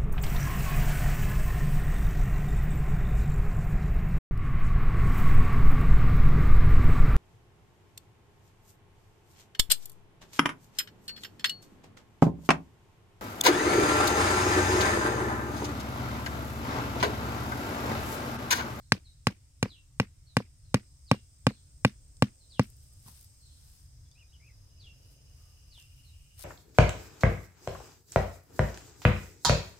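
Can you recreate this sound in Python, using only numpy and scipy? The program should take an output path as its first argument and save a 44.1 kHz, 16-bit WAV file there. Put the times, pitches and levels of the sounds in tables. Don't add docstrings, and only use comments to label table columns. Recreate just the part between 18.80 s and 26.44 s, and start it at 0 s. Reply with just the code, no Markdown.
import sys
import numpy as np
from scipy import signal
from scipy.fft import rfft, irfft
from scipy.io import wavfile
from scipy.ndimage import uniform_filter1d

SR = 44100
rng = np.random.default_rng(int(sys.argv[2]) if len(sys.argv) > 2 else 0)


def waveform_to_disk(signal):
    frames = np.transpose(np.atleast_2d(signal))
    scaled = np.clip(frames, -1, 1) * 32767
    samples = np.round(scaled).astype(np.int16)
    wavfile.write(sys.argv[1], SR, samples)


def natural_amplitude(level_db):
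    exponent = np.asarray(level_db, float) / 20
    return 10 ** exponent


N = 336924

# (frequency [Hz], level [dB per Hz])
AIR_TONE = [(8.8, -49), (15, -22.5), (58, 2.5), (135, -7), (156, -22), (236, -32), (281, -24.5),
            (345, -43.5), (677, -40.5), (2460, -40.5), (4550, -39), (5110, -35.5), (8410, -37),
            (15100, -50.5), (16500, -61)]
# (frequency [Hz], correlation [-1..1])
PORT_LIKENESS = [(60, 0.99), (180, 0.84), (550, 0.12), (1650, -0.11), (4970, 0.02), (15000, 0.01)]
# (nearest time [s], level [dB], time to cover their own distance [s])
PASSES = [
    (3.7, -78.5, 1.1),
    (6.25, -74, .55),
]

# (centre [Hz], width [Hz], throb rate [Hz], throb depth [0-1], level [dB])
CICADAS = [(8370, 150, 21, .35, -0.5), (8350, 1200, 25, 0.1, -1.5), (7250, 380, 21, .3, -9),
           (6850, 4200, 30, 0.012, -2.5), (14600, 2600, 30, 0, -13)]
CRICKETS = [(5070, 270, 22, 0.2, -4.5), (5150, 600, 22, .2, -3), (6170, 900, 24, .2, -4.5)]
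GRASSHOPPERS = [(2880, 200, 7.6, .3, 0), (2770, 700, 19, 0.4, -0.8)]
# (time [s], level [dB])
CICADA_EFFORT = [(0, -79), (1.5, -81), (2.3, -74.5), (3.5, -73), (4.8, -73.5), (5.45, -84), (6, -89.5),
                 (6.7, -84.5), (7.64, -77)]
CRICKET_EFFORT = [(0, -82.5), (1.2, -88), (1.9, -78.5), (2.2, -77), (3.1, -80), (4.399, -75.5),
                  (5.2, -75.5), (5.5, -74.5), (6.9, -72.5), (7.25, -76), (7.64, -79)]
GRASSHOPPER_EFFORT = [(5.7, -100), (6, -81), (6.6, -82.5), (7.199, -76), (7.64, -77.5)]

# (time [s], pitch [Hz], level [dB])
SHORT_CALL = [(0, 4500, -3.5), (.03, 4240, 6), (.07, 3830, 4), (.11, 3660, -10.5)]
LONG_CALL = [(0, 5250, -10), (.015, 4850, -3), (.035, 4050, 1), (.06, 3450, -1), (.09, 2850, 0),
             (.11, 2720, -2), (.135, 2760, -14)]
FAR_CALL = [(0, 4910, -8), (.04, 4280, 3), (.09, 3600, -5), (.14, 2982, -8.5)]
# (time [s], direct level [dB], stretch [x], echo level [dB], echo t60 [s])
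SHORT_CALLS = [
    (0.001, -99, 0.46, -76, 0.39),
    (.242, -71, 0.48, -69.5, .3),
    (1.455, -76, 0.84, -73.5, 0.22),
    (1.8, -99, 1.15, -82, 0.55),
    (3.585, -78.5, 0.74, -73.5, 0.34),
    (7.228, -79, 0.8, -72, .25),
]
LONG_CALLS = [
    (5.982, -61.5, 1.0, -62.5, .27),
    (6.898, -61, 1.03, -62.5, .24),
]
FAR_CALLS = [
    (2.665, -99, .8, -67.5, .55),
    (4.56, -99, 1.0, -66.5, 0.96),
]
TURNED_CALLS = [
    (.868, -60, 1.0, -58.5, .25),
    (2.255, -61, 1.0, -59, .27),
    (3.688, -61, .95, -59, .27),
]
# (start [s], length [s], first pitch [Hz], fold point [0-1], level [dB])
WARBLES = [
    (5.348, .11, 2330, 0.5, -64.5),
]
TRILLS = [
    (5.52, .055, 2595, 0.302, -64.5),
    (5.595, .135, 2060, .6, -65.5),
]
# (start [s], length [s], first pitch [Hz], last pitch [Hz], level [dB])
CHIPS = [
    (5.25, .035, 3480, 3400, -77),
    (5.312, 0.017, 3540, 3540, -68),
    (5.312, 0.021, 4800, 4600, -68.5),
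    (5.34, .03, 3850, 4030, -72.5),
    (5.485, 0.032, 3770, 3950, -74.5),
    (6.57, 0.2, 1235, 1190, -82),
    (6.84, .1, 1178, 1200, -89),
    (4.06, 0.15, 1240, 1185, -87.5),
]

BLOW_TIMES = .1206, .4697, .8274, 1.1993, 1.568, 1.9431, 2.3138, 2.6675, 3.0487, 3.4225, 3.7947
# (thump [dB], crack [dB], end-grain knock [dB], landing offset from centre [-1..1])
BLOWS = [(-15.5, -20.5, -21.5, -.1), (-14.5, -26, -21.5, -0.47), (-15, -29.5, -22, 0.91),
         (-13.5, -35, -20, 0.51), (-12.5, -30, -20, -.1), (-10.5, -26.5, -21.5, 0.029),
         (-9, -28.5, -17.5, -.7), (-9.5, -31, -20.5, -.5), (-9, -28.5, -15.5, .3), (-8.5, -28, -20.5, -0.9),
         (-9.5, -35.5, -22.5, -0.54)]
# (pitch [Hz], level [dB], t60 [s])
SOIL = [(107.6, 1.5, 0.051), (198.5, -5, 0.09), (248, 0, 0.052), (119, -15, 0.12), (226, -18.5, .13)]
STAKE = [(482, 8.5, 0.016), (700, -3.5, 0.019)]
FACE = [(948, -3, 0.018), (1190, 1.83, 0.017), (1673, -0.5, 0.014), (2052, -6, 0.022), (2540, -1, 0.022),
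        (2950, -4, 0.023)]
# (each soil mode [ms]), (each stake mode [ms])
CRESTS_MS = (1.55, 4.4, 2.95, 1.55, 2.95), (2.15, 1.45)
PAIR_DB_PER_OFFSET = -5, 2.5, 2.5
# (frequency [Hz], level [dB per Hz])
CRACK_TONE = [(900, -26), (1600, -2.5), (2500, -4), (3400, -8.5), (4800, -4.5), (6500, -11.5), (9000, -14),
              (12000, -21), (16000, -36), (17500, -71.5)]
SCATTER_TONE = [(180, -28.5), (300, -5.5), (496, -20), (807, -25.5), (2440, -19), (3300, -25.5),
                (5460, -27.5), (7130, -39), (15200, -45), (16500, -62)]
# (time [s], level [dB])
BOUNCES = [(0.15, -39.5), (0.501, -42.5), (0.857, -29), (1.23, -48), (1.603, -28), (1.978, -44.5),
           (2.344, -32), (2.707, -36), (3.079, -48.5), (3.454, -52.5), (3.83, -52)]
# (time [s], level [dB], t60 [s])
SET_DOWN = [
    (4.26, -49, 0.24),
    (4.277, -40, 0.081),
]
# (frequency [Hz], level [dB per Hz])
SET_DOWN_TONE = [(53, -30), (90, 13.5), (172, -0.5), (248, -14), (672, -27), (860, -13.5), (1010, -11.5),
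                 (2000, -36), (2600, -66), (4400, -120)]

# (peak [s], level [dB], 20 dB rise [s], 20 dB fall [s], scuff over it [dB])
BRUSHES = [(3.845, -68, .02, 0.16, -11), (4.04, -72, 0.24, 0.18, -19), (4.17, -75, 0.26, .3, -16),
           (4.28, -57.5, 0.052, 0.081, -13), (4.38, -64.5, .3, 0.18, -12.5), (4.45, -70.5, 0.3, 0.067, -13),
           (4.6, -78, .6, .6, -18), (4.869, -69.5, 0.27, .3, -8.5), (4.97, -69.5, .2, 0.16, -19.5),
           (5.8, -80.5, 2.5, 1.5, -1.5), (6.33, -71.5, 0.32, 0.062, -8.5), (6.62, -74, 0.51, 0.64, -4),
           (7.0, -68, 0.083, 0.13, -11), (7.25, -74, 1.2, 1.2, -9.5), (7.599, -54, 0.032, .3, -12.5),
           (7.65, -51.5, 0.055, .1, -19.5)]
# (frequency [Hz], level [dB per Hz])
RUSTLE_TONE = [(880, -37.5), (1500, -17), (5050, -3.5), (7180, -8.5), (8680, -2), (12700, -5), (15700, -9),
               (16500, -25.5)]
# (time [s], level [dB], left over right [dB], centre [Hz])
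SNAPS = [
    (3.8346, -43, 3, 12100),
    (3.901, -47, 6, 12100),
    (3.9674, -50.5, 1, 12240),
    (4.0337, -56, 0, 12000),
    (4.135, -52, -2, 12230),
    (4.227, -49.5, 0, 11940),
    (4.4108, -45.5, 5, 12030),
    (4.4286, -45, 1.5, 12030),
    (4.4445, -43, 1.0, 11990),
    (7.5925, -41.5, 13.5, 11840),
]
THICK_SNAPS = [
    (3.3687, -49.5, 4, 6500),
    (4.281, -51, 0, 900),
    (5.3144, -53, 6, 6500),
    (6.2494, -57, -6, 4500),
    (6.976, -57, 0, 720),
    (6.9761, -52, -0.5, 6500),
    (7.0, -47.5, -1.5, 6400),
    (7.0135, -53, 0, 6500),
    (7.0253, -48.5, -6, 6500),
    (7.593, -55, 3, 900),
]

AIR_DB, ROAD_FLOOR_DB = -55.5, -86.5
TURNED_DB_PER_OCTAVE = 12.0
ARCH_DB = -13
FOLD_UP, SAG, DROP_SHARE = 1.27, 0.34, 0.45
TRILL_HZ, TRILL_DEPTH = 61, 0.033
PORT_LAG = 5.5
RING_DB, RING_PER_KNOCK = -11, 0.1
SCATTER_DB, SCATTER_PER_CRACK = -43, 0.2
HARD_DB_PER_OCTAVE = -0.27
STIFF_LOOSE, STIFF_SET, SET_AFTER_S = 0.93, 1.03, 2.2
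LOW_CUT_HZ, EDGE_HZ = 75, 16000
CEILING = 1.3


def evened(x):
    return x / np.sqrt(np.mean(x ** 2) + 1e-20)


def read(points, hz):
    f, value = np.transpose(points)
    return np.interp(np.log(hz + 1), np.log(f + 1), value)


def curve(rows):
    s, db = np.transpose(rows)
    return np.interp(np.arange(N) / SR, s, db, left=-140)


def add(mix, s, sound):
    part = mix[..., round(s * SR):][..., :sound.shape[-1]]
    part += sound[..., :part.shape[-1]]


def coloured(x, points):
    size = x.shape[-1]
    gain = natural_amplitude(read(points, np.fft.rfftfreq(size, 1 / SR)))
    return evened(irfft(rfft(x) * gain, size))


def band(x, hz, width):
    edges = np.clip([hz - width / 2, hz + width / 2], 20, 0.45 * SR)
    return evened(signal.sosfilt(signal.butter(3, edges, "bandpass", fs=SR, output="sos"), x))


def panned(x, pan_db):
    return x * natural_amplitude([[pan_db / 2], [-pan_db / 2]])


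def ports(x, lag, pan_db=0):
    turn = np.exp(-2j * np.pi * lag * np.fft.rfftfreq(len(x)))
    return panned(np.array([irfft(rfft(x) * turn, len(x)), x]), pan_db)


def open_air():
    frames, hz = N // 512 + 5, np.fft.rfftfreq(2048, 1 / SR)
    a, b, c, d, patches = rng.standard_normal((frames, 1025, 5)).T
    patches = evened(uniform_filter1d(uniform_filter1d(patches, 20, 0), 8, 1))
    same = np.clip(read(PORT_LIKENESS, hz), -1, 1)[:, None]
    left = a + 1j * b
    right = same * left + np.sqrt(1 - same ** 2) * (c + 1j * d)
    z = np.array([left, right]) * natural_amplitude(read(AIR_TONE, hz)[:, None] + 1.4 * patches)
    return natural_amplitude(AIR_DB) * evened(signal.istft(z, nperseg=2048, noverlap=1536)[1][:, :N])


def road():
    t = np.arange(N) / SR
    power = natural_amplitude(2 * ROAD_FLOOR_DB)
    for s, db, span in PASSES:
        power = power + natural_amplitude(2 * db) / (1 + ((t - s) / span) ** 2) ** 2
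    roar = rng.standard_normal((3, N))
    return np.sqrt(power) * band(roar[:2] + 0.8 * roar[2], 400, 500)


def insects():
    out = np.zeros((2, N))
    choirs = (CICADAS, CICADA_EFFORT), (CRICKETS, CRICKET_EFFORT), (GRASSHOPPERS, GRASSHOPPER_EFFORT)
    for choir, effort in choirs:
        for hz, width, rate, depth, db in choir:
            pace = rate * (1 + 0.25 * evened(uniform_filter1d(rng.standard_normal(N), 4000)))
            throb = 1 + np.clip(depth, 0, 0.4) * np.cos(2 * np.pi * np.cumsum(pace) / SR)
            wings = band(rng.standard_normal((2, N)), hz, width)
            out += natural_amplitude(curve(effort) + db + 3.5) * throb * wings
    return out


def whistle(rows, call_db, stretch, echo_db, t60, burr=0.58):
    s, hz, db = np.transpose(rows)
    s = (s - s[0]) * stretch
    t = np.arange(0, s[-1], 1 / SR)
    tone = np.sqrt(2) * np.sin(2 * np.pi * np.cumsum(np.interp(t, s, hz)) / SR)
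    tone *= 1 + burr * evened(uniform_filter1d(rng.standard_normal(len(t)), 120))
    tone *= natural_amplitude(np.interp(t, s, db)) * signal.windows.tukey(len(t), 0.15)
    late = np.arange(20000) / SR
    trees = rng.standard_normal((2, len(late))) * natural_amplitude(-60 * late / t60)
    trees *= np.minimum(late / (0.04 * t60), 1)
    echoes = signal.fftconvolve(tone[None], trees / np.linalg.norm(trees[0]), axes=1)
    direct = ports(np.pad(tone, (0, len(late) - 1)), 0.62)
    return natural_amplitude(call_db) * direct + natural_amplitude(echo_db) * echoes


def chip(length, from_hz, to_hz, db):
    u = np.linspace(0, 1, 200)
    return np.transpose([u * length, from_hz + (to_hz - from_hz) * u, db + ARCH_DB * (2 * u - 1) ** 2])


def warble(length, from_hz, fold_at, db, trill_depth=0):
    s, _, level_db = chip(length, from_hz, from_hz, db).T
    top_hz = FOLD_UP * from_hz
    end_hz = top_hz * (1 - SAG * fold_at)
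    turns = [0, fold_at, fold_at + DROP_SHARE * (1 - fold_at), 1]
    hz = np.interp(s / length, turns, [from_hz, top_hz, end_hz, end_hz])
    trill = trill_depth * np.sin(2 * np.pi * TRILL_HZ * s)
    return np.transpose([s, hz * (1 + trill), 0.81 * (level_db - db) + db + 90 * trill])


def trilled(*how):
    return warble(*how, trill_depth=TRILL_DEPTH)


def birds():
    out = np.zeros((2, N))
    turned = [(s, hz, db - TURNED_DB_PER_OCTAVE * abs(np.log2(hz / 4000))) for s, hz, db in LONG_CALL]
    callers = (LONG_CALL, LONG_CALLS), (SHORT_CALL, SHORT_CALLS), (FAR_CALL, FAR_CALLS), (turned, TURNED_CALLS)
    for shape, calls in callers:
        for s, *how in calls:
            add(out, s, whistle(shape, *how))
    for shape, notes in (warble, WARBLES), (trilled, TRILLS), (chip, CHIPS):
        for s, *how in notes:
            add(out, s, whistle(shape(*how), 0, 1, echo_db=-6, t60=0.2, burr=0.4))
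    return out


def rings(t, modes, crests_ms, stiff):
    out = 0
    for (hz, db, t60), ms in zip(modes, crests_ms):
        out = out + natural_amplitude(db - 60 * t / t60) * np.cos(2 * np.pi * hz * stiff * (t - ms / 1000))
    return out


def patchy(x, patchy_db):
    z = signal.stft(x, nperseg=256)[2]
    lumps = uniform_filter1d(rng.standard_normal(z.shape[1:]), size=5, axis=0)
    lumps = evened(uniform_filter1d(lumps, size=4, axis=1))
    return evened(signal.istft(z * natural_amplitude(patchy_db * lumps), nperseg=256)[1][:, :x.shape[1]])


def scatter(t):
    hiss = patchy(coloured(rng.standard_normal((2, len(t))), SCATTER_TONE), patchy_db=3.0)
    hiss *= natural_amplitude(2.2 * evened(uniform_filter1d(rng.standard_normal(len(t)), 150)))
    burst_and_tail = np.exp(-(t / 0.037) ** 2) + natural_amplitude(-13 - 60 * t / 0.38)
    return hiss * (1 - np.exp(-(t / 0.008) ** 2)) * burst_and_tail


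def blow(s, thump_db, crack_db, knock_db, offset):
    t = np.arange(16384) / SR
    stiff = STIFF_LOOSE + (STIFF_SET - STIFF_LOOSE) * min(s / SET_AFTER_S, 1)
    scatter_db = SCATTER_DB + SCATTER_PER_CRACK * (crack_db + 28) - thump_db
    hardness_db = HARD_DB_PER_OCTAVE * (crack_db + 29)
    crack_db, knock_db = crack_db - thump_db, knock_db - thump_db
    ring_db = RING_DB + RING_PER_KNOCK * (knock_db + 12)
    pairs_db = np.repeat(knock_db + offset * np.array(PAIR_DB_PER_OFFSET), 2)

    rise = 1 - np.exp(-(t / 0.0011) ** 2)
    thump = natural_amplitude(-2) * rings(t, SOIL, CRESTS_MS[0], stiff) * rise
    ring = natural_amplitude(ring_db + 6.0) * rings(t, STAKE, CRESTS_MS[1], stiff) * rise
    struck = [(hz * rng.uniform(1.0, 1.03), db + pair_db, t60) for (hz, db, t60), pair_db in zip(FACE, pairs_db)]
    knock = -rings(t, struck, np.full(len(FACE), 0.2), 0.93) * np.minimum(t / 0.00027, 1)
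    snap = -natural_amplitude(crack_db + 8) * np.exp(-((t - 0.0002) / 0.00008) ** 2)
    tone = [(hz, db + hardness_db * np.log2(hz / 4000)) for hz, db in CRACK_TONE]
    splinters = coloured(rng.standard_normal((3, len(t))), tone)
    splinters *= natural_amplitude(crack_db + 9.5 - 60 * t / 0.017) * np.minimum(t / 0.0002, 1)

    near = ports(thump + ring + knock + snap + splinters[2], PORT_LAG, 0.2)
    near += natural_amplitude([[-2], [-5]]) * splinters[:2]
    fade = np.hanning(2 * len(t))[len(t):]
    return natural_amplitude(thump_db) * (near + natural_amplitude(scatter_db) * scatter(t)) * fade


def bounce(db):
    t = np.arange(4096) / SR
    tap = rings(t, SOIL[2:3] + STAKE + FACE[:1], (1.6, 0.79, 0.5, 0.4), 1.01) * np.minimum(t / 0.0006, 1)
    return natural_amplitude(db - 5.0) * ports(tap, PORT_LAG)


def set_down(db, t60):
    t = np.arange(4096) / SR
    thud = coloured(rng.standard_normal(len(t)), SET_DOWN_TONE)
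    return ports(thud * natural_amplitude(db - 60 * t / t60) * np.minimum(t / 0.0016, 1), PORT_LAG)


def hammer():
    out = np.zeros((2, N))
    for s, strength in zip(BLOW_TIMES, BLOWS):
        add(out, s, blow(s, *strength))
    for s, db in BOUNCES:
        add(out, s, bounce(db))
    for s, db, t60 in SET_DOWN:
        add(out, s, set_down(db, t60))
    return signal.sosfilt(signal.butter(2, LOW_CUT_HZ, "highpass", fs=SR, output="sos"), out)


def brushing():
    peak_s, db, rise_s, fall_s, scuff_db = np.transpose(BRUSHES)[:, :, None]
    since = np.arange(0, N + 64, 64) / SR - peak_s
    power = natural_amplitude(db - 20 * np.maximum(since / fall_s, -since / rise_s)) ** 2

    def level(p):
        return np.interp(np.arange(N) / 64, np.arange(p.shape[1]), np.sqrt(p.sum(0)))

    grains = natural_amplitude(3.0 * np.minimum(rng.exponential(1, (2, N)), 4)) * rng.standard_normal((2, N))
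    grains *= rng.random((2, N)) < 6000 / SR
    rub = level(power) * natural_amplitude(5.0) * panned(coloured(grains, RUSTLE_TONE), 3)
    scuff = rng.standard_normal((3, N))
    scuff = band(scuff[:2] + 0.68 * scuff[2], 1100, 1500)
    return rub + level(power * natural_amplitude(2 * scuff_db)) * natural_amplitude(1.0) * scuff


def stems():
    out, t = np.zeros((2, N)), np.arange(2048) / SR
    for s, db, pan_db, hz in SNAPS + THICK_SNAPS:
        snap = band(rng.standard_normal((2, len(t))), hz, 0.85 * hz)
        snap *= natural_amplitude(db - 1.5 - 60 * t / max(0.008, 30 / hz))
        add(out, s, panned(snap, pan_db))
    return out


def scene():
    return open_air() + road() + insects() + birds() + hammer() + brushing() + stems()


def roll_off(x):
    return signal.sosfilt(signal.butter(12, 16810, fs=SR, output="sos"), x)


def record(dry):
    held = CEILING * np.tanh(dry / CEILING)
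    limited = signal.sosfilt(signal.butter(8, EDGE_HZ, fs=SR, output="sos"), held)
    return roll_off(limited)


dry = scene()
out = record(dry)
waveform_to_disk(out)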